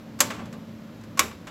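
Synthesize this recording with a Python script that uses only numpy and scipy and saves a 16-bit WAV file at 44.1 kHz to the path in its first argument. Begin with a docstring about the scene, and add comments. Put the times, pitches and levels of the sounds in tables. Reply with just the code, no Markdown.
"""A small room, one microphone on an open sheet-metal machine where a hand works on a circuit board.
Twice a part shifts, then gives with a sharp snap that rings through board and chassis; fingers scuff
and tick around the snaps. At this distance the treble arrives mostly direct, the lows with more room.
The room tone is a low hum and rumble. Both channels carry the same sound of hand and room,
with faint hiss."""
import sys
import numpy as np
from scipy import signal
from scipy.io import wavfile

SR = 44100
rng = np.random.default_rng(int(sys.argv[2]) if len(sys.argv) > 2 else 0)


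def generate_wav(signal):
    """Clip the signal to [-1, 1] and save it as 16-bit WAV at the path in sys.argv[1]."""
    frames = np.transpose(np.atleast_2d(signal))
    scaled = np.clip(frames, -1, 1) * 32767
    pcm = np.round(scaled).astype(np.int16)
    wavfile.write(sys.argv[1], SR, pcm)


N = 66150
T = np.arange(N) / SR

# Spectrum of snaps and ticks: (frequency [Hz], relative density [dB])
CRACK_SPECTRUM = [(100, -21.5), (350, -6.5), (550, -6.5), (750, -9.5), (1100, 1), (2200, -0.5),
                  (3500, -1.5), (4700, -0.5), (6000, 0), (7500, 2), (8400, -8.5), (9500, -6.5), (11800, -4),
                  (15500, -13.5)]
CRACK_RISE_S, CONTACT_S = 0.0012, 0.55
SOFT_TOUCH_HZ = 2200   # shifts and scuffs mainly ring the modes below this


def from_db(db):
    """Decibels to gain."""
    return 10 ** (np.asarray(db) / 20)


def rms_one(x):
    """Scale to unit rms."""
    return x / np.sqrt(np.mean(x ** 2) + 1e-20)


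def at_hz(points, hz):
    """Read a table on a log-frequency axis."""
    frequencies, values = np.transpose(points)
    return np.interp(np.log(hz), np.log(frequencies), values)


def gain_curve(points):
    """Turn a level curve into a gain at every sample."""
    return from_db(np.interp(T, *np.transpose(points)))


def decay(t, t60):
    """Exponential decay that loses 60 dB in t60."""
    return np.exp(-np.minimum(t * np.log(1000) / t60, 40))


def waver(hz):
    """Slow random motion below hz, with unit rms."""
    lowpass = signal.butter(2, hz, fs=SR, output="sos")
    return rms_one(signal.sosfilt(lowpass, rng.standard_normal(N + SR))[SR:])


def noise_bands():
    """Unit noise in third octaves, sixth octaves above 1 kHz: centres, widths and signals."""
    edges = 31 * 2 ** np.r_[np.arange(15) / 3, 5 + np.arange(25) / 6]
    bands = []
    for pair in zip(edges, edges[1:]):
        bandpass = signal.butter(3, pair, "band", fs=SR, output="sos")
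        bands.append(rms_one(signal.sosfilt(bandpass, rng.standard_normal(N + SR // 4))[-N:]))
    return np.sqrt(edges[1:] * edges[:-1]), np.diff(edges), np.array(bands)


def band_gains(spectrum, centres, widths, tilt_db):
    """Band gains for a spectrum tilted by tilt_db per octave, with total power 1."""
    gains = from_db(at_hz(spectrum, centres) + tilt_db * np.log2(centres)) * np.sqrt(widths)
    return gains / np.linalg.norm(gains)


def room_tone():
    """Steady hiss over a rumble that slowly swells and sinks."""
    # Noise in the room: (frequency [Hz], relative density [dB])
    spectrum = [(25, -30.5), (45, -10), (65, -15), (105, -0.5), (135, -3.5), (175, -2), (280, -2),
                (380, -14), (560, -9.5), (750, -20), (1050, -18.5), (2000, -24.5), (4000, -30),
                (7500, -38.5), (8400, -49.5), (10000, -45.5), (13500, -39.5), (16000, -61)]
    # Swell of the rumble: (time [s], relative level [dB])
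    swell = [(0, 0), (.2, 2), (.45, 3.5), (.7, -0.5), (.9, -1), (1.1, 0.5), (1.3, -2), (1.5, 0.5)]
    centres, widths, bands = noise_bands()
    gains = band_gains(spectrum, centres, widths, tilt_db=0)
    low = centres < 900
    rumble = gain_curve(swell) * ((gains * low) @ bands)
    lowpass = signal.ellip(8, 0.1, 60, 14400, fs=SR, output="sos")
    hiss = signal.sosfilt(lowpass, (gains * ~low) @ bands)
    return from_db(-44) * (rumble + hiss)


def hum():
    """A few low tones that waver in level and phase and swell together."""
    # Tones of the hum: (frequency [Hz], level before the swell [dB])
    tones = [(110, -53), (167, -52.5), (188, -52), (222, -44.5)]
    # Swell of the hum: (time [s], relative level [dB])
    swell = [(0, 1), (.2, 2.5), (.42, 7), (.6, 2), (.8, 0), (.98, -4), (1.25, -3), (1.5, 0)]
    out = np.zeros(N)
    for hz, db in tones:
        wobble = 1 + 0.33 * (waver(hz=5) + 1j * waver(hz=5))
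        out += from_db(db) * np.real(wobble * np.exp(2j * np.pi * (hz * T + rng.random())))
    return gain_curve(swell) * out


def contact(bank, onset, db, spectrum, tilt_db, rise, t60, impact=0):
    """Crowded board modes sound as noise: lows rise later, highs die sooner, and the room rings on."""
    # Decay of the room: (frequency [Hz], t60 [s])
    room_decay = [(150, 0.1), (600, 0.42), (1500, 0.2445), (4000, 0.41), (8000, 0.27), (15000, 0.29)]
    # Room tail at the microphone: (frequency [Hz], level against the direct sound [dB])
    room_level = [(150, 4), (300, 4.5), (550, 4), (1200, -2.5), (2300, -7.5), (4000, -13), (7500, -13.5),
                  (14000, -13.5)]
    centres, widths, bands = bank
    out, start = np.zeros(N), int(onset * SR)
    t = T[:min(N - start, int(CONTACT_S * SR))]
    span = slice(start, start + len(t))
    first_instant = impact * decay(t, t60=0.012)
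    room_build = 1 - np.exp(-t / 0.0038)
    for hz, gain, band in zip(centres, band_gains(spectrum, centres, widths, tilt_db), bands):
        attack = np.minimum(t / (rise + 1 / hz), 1) ** 2
        band_t60 = t60 * (hz / 1000) ** -0.17
        direct_power = (attack * (decay(t, band_t60) + first_instant)) ** 2
        room_t60 = at_hz(room_decay, hz)
        tail_energy = from_db(at_hz(room_level, hz)) ** 2 * direct_power.sum()
        tail_shape = (room_build * decay(t, room_t60)) ** 2 * 2 * np.log(1000) / (SR * room_t60)
        power = direct_power + tail_energy * tail_shape
        burst = np.sqrt(power) * band[span]
        # Each burst carries exactly the energy of its envelope.
        out[span] += gain * burst * np.sqrt(power.sum() / (np.sum(burst ** 2) + 1e-20))
    return from_db(db) * out


def board_ring(onset, spot, soft_hz=np.inf):
    """Strong modes ring, weighted by the spot that is pressed; a soft touch misses the high ones."""
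    # Board and chassis modes: (frequency [Hz], t60 [s], level at spot 0 [dB], level at spot 1 [dB])
    modes = [(78.6, 0.62, -57, -39.5), (259.7, 0.27, -30, -47), (302, 0.22, -37, -34.5),
             (519, 0.17, -28, -37), (587, 0.16, -26, -40), (762, .2, -36.5, -64), (899, 0.39, -34.5, -63),
             (1046, .13, -25, -36), (1102, 0.0783, -32.5, -13.5), (1152, 0.14, -24, -33),
             (1174, 0.14, -54, -26), (1451, 0.091, -40.5, -26.5), (1562, 0.092, -25.5, -58),
             (1905, .08, -34.5, -24.5), (2194, 0.073, -37, -27), (2290, .17, -36.5, -30),
             (2377, 0.066, -33.5, -21.5), (2606, .1, -46.5, -31), (2952, .1, -32, -24.5),
             (3431, 0.13, -36, -31), (3740, .2, -46, -34), (4390, 0.058, -38, -29), (5460, .05, -27, -32),
             (6400, .04, -21.5, -23), (7072, .11, -27, -38), (7410, .1, -19, -49), (7500, .05, -40, -25)]
    t = T[:int(CONTACT_S * SR)]
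    ring = np.zeros(len(t))
    for hz, t60, *levels_db in modes:
        gain = from_db(levels_db[spot]) / (1 + (hz / soft_hz) ** 4)
        envelope = np.minimum(t * hz / 2, 1) * decay(t, t60)
        ring += gain * envelope * np.sin(2 * np.pi * (hz * t + rng.random()))
    return np.pad(ring, (int(onset * SR), N))[:N]


def snaps(bank):
    """A part first shifts softly, then gives way with a hard crack; both set the board ringing."""
    # One snap per spot: (time [s], crack level [dB], tilt [dB/octave], t60 at 1 kHz [s],
    # first instant against the crack [dB], lead of the shift [s], gain of the shift [dB])
    events = [(0.2041, -10, 0.93, 0.082, -3, 0.015, -22), (1.1924, -11.5, -0.17, 0.06, 6, .019, -14)]
    shift_rise_s = 0.004
    out = np.zeros(N)
    for spot, (onset, db, tilt_db, t60, impact_db, lead_s, shift_db) in enumerate(events):
        crack = contact(bank, onset, db, CRACK_SPECTRUM, tilt_db, CRACK_RISE_S, t60, from_db(impact_db))
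        out += crack + board_ring(onset, spot)
        shift_at = onset - lead_s
        rub = contact(bank, shift_at - shift_rise_s / 2, db - 6, CRACK_SPECTRUM, tilt_db - 2.5,
                      shift_rise_s, t60=0.15)
        out += from_db(shift_db) * (rub + board_ring(shift_at, spot, SOFT_TOUCH_HZ))
    return out


def finger_scuffs(bank):
    """Fingers brush the board and nudge its lower modes into ringing."""
    # Scuffs: (time [s], rub level [dB], tilt [dB/octave], rise [s], t60 at 1 kHz [s], ring gain [dB])
    events = [(0.299, -27, -.5, 0.00696, 0.14, -21), (0.333, -46, 1.8, 0.0067, 0.43, -29),
              (0.382, -39, -5, 0.02, 0.25, -19), (0.533, -49, 1, 0.00775, 0.087, -23.5),
              (1.31, -41, -2, 0.0022, 0.095, -29), (1.468, -37.5, 0.1, 0.0034, 0.17, -28)]
    # Finger rubbing on the board: (frequency [Hz], relative density [dB])
    spectrum = [(150, -21.5), (500, -4), (750, -3), (1050, 2.5), (1900, 1), (2500, 0), (3600, -3.5),
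                (4700, -9.5), (7500, -8.5), (8400, -17.5), (15000, -24)]
    out = np.zeros(N)
    for onset, db, tilt_db, rise, t60, ring_db in events:
        out += contact(bank, onset, db, spectrum, tilt_db, rise, t60)
        out += from_db(ring_db) * board_ring(onset + rise / 2, spot=0, soft_hz=SOFT_TOUCH_HZ)
    return out


def finger_ticks(bank):
    """Light touches make small cracks, duller than the snaps."""
    # Ticks: (time [s], level [dB])
    events = [(0.456, -47), (0.526, -42.5), (1.011, -51), (1.036, -49)]
    return sum(contact(bank, onset, db, CRACK_SPECTRUM, tilt_db=-2.7, rise=CRACK_RISE_S, t60=0.073)
               for onset, db in events)


def scene():
    """Hand and room at one microphone, the same in both channels, with faint hiss."""
    snapping = snaps(noise_bands())
    finger_bank = noise_bands()
    mono = snapping + finger_scuffs(finger_bank) + finger_ticks(finger_bank) + room_tone() + hum()
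    return mono + from_db(-69.5) * rng.standard_normal((2, N))


def record(dry):
    """After the microphone, the highest peaks are rounded and the top treble is cut."""
    rounded = dry / (1 + dry ** 8) ** 0.125
    lowpass = signal.ellip(10, 0.1, 80, 15800, fs=SR, output="sos")
    return signal.sosfilt(lowpass, rounded)


dry = scene()
out = record(dry)
generate_wav(out)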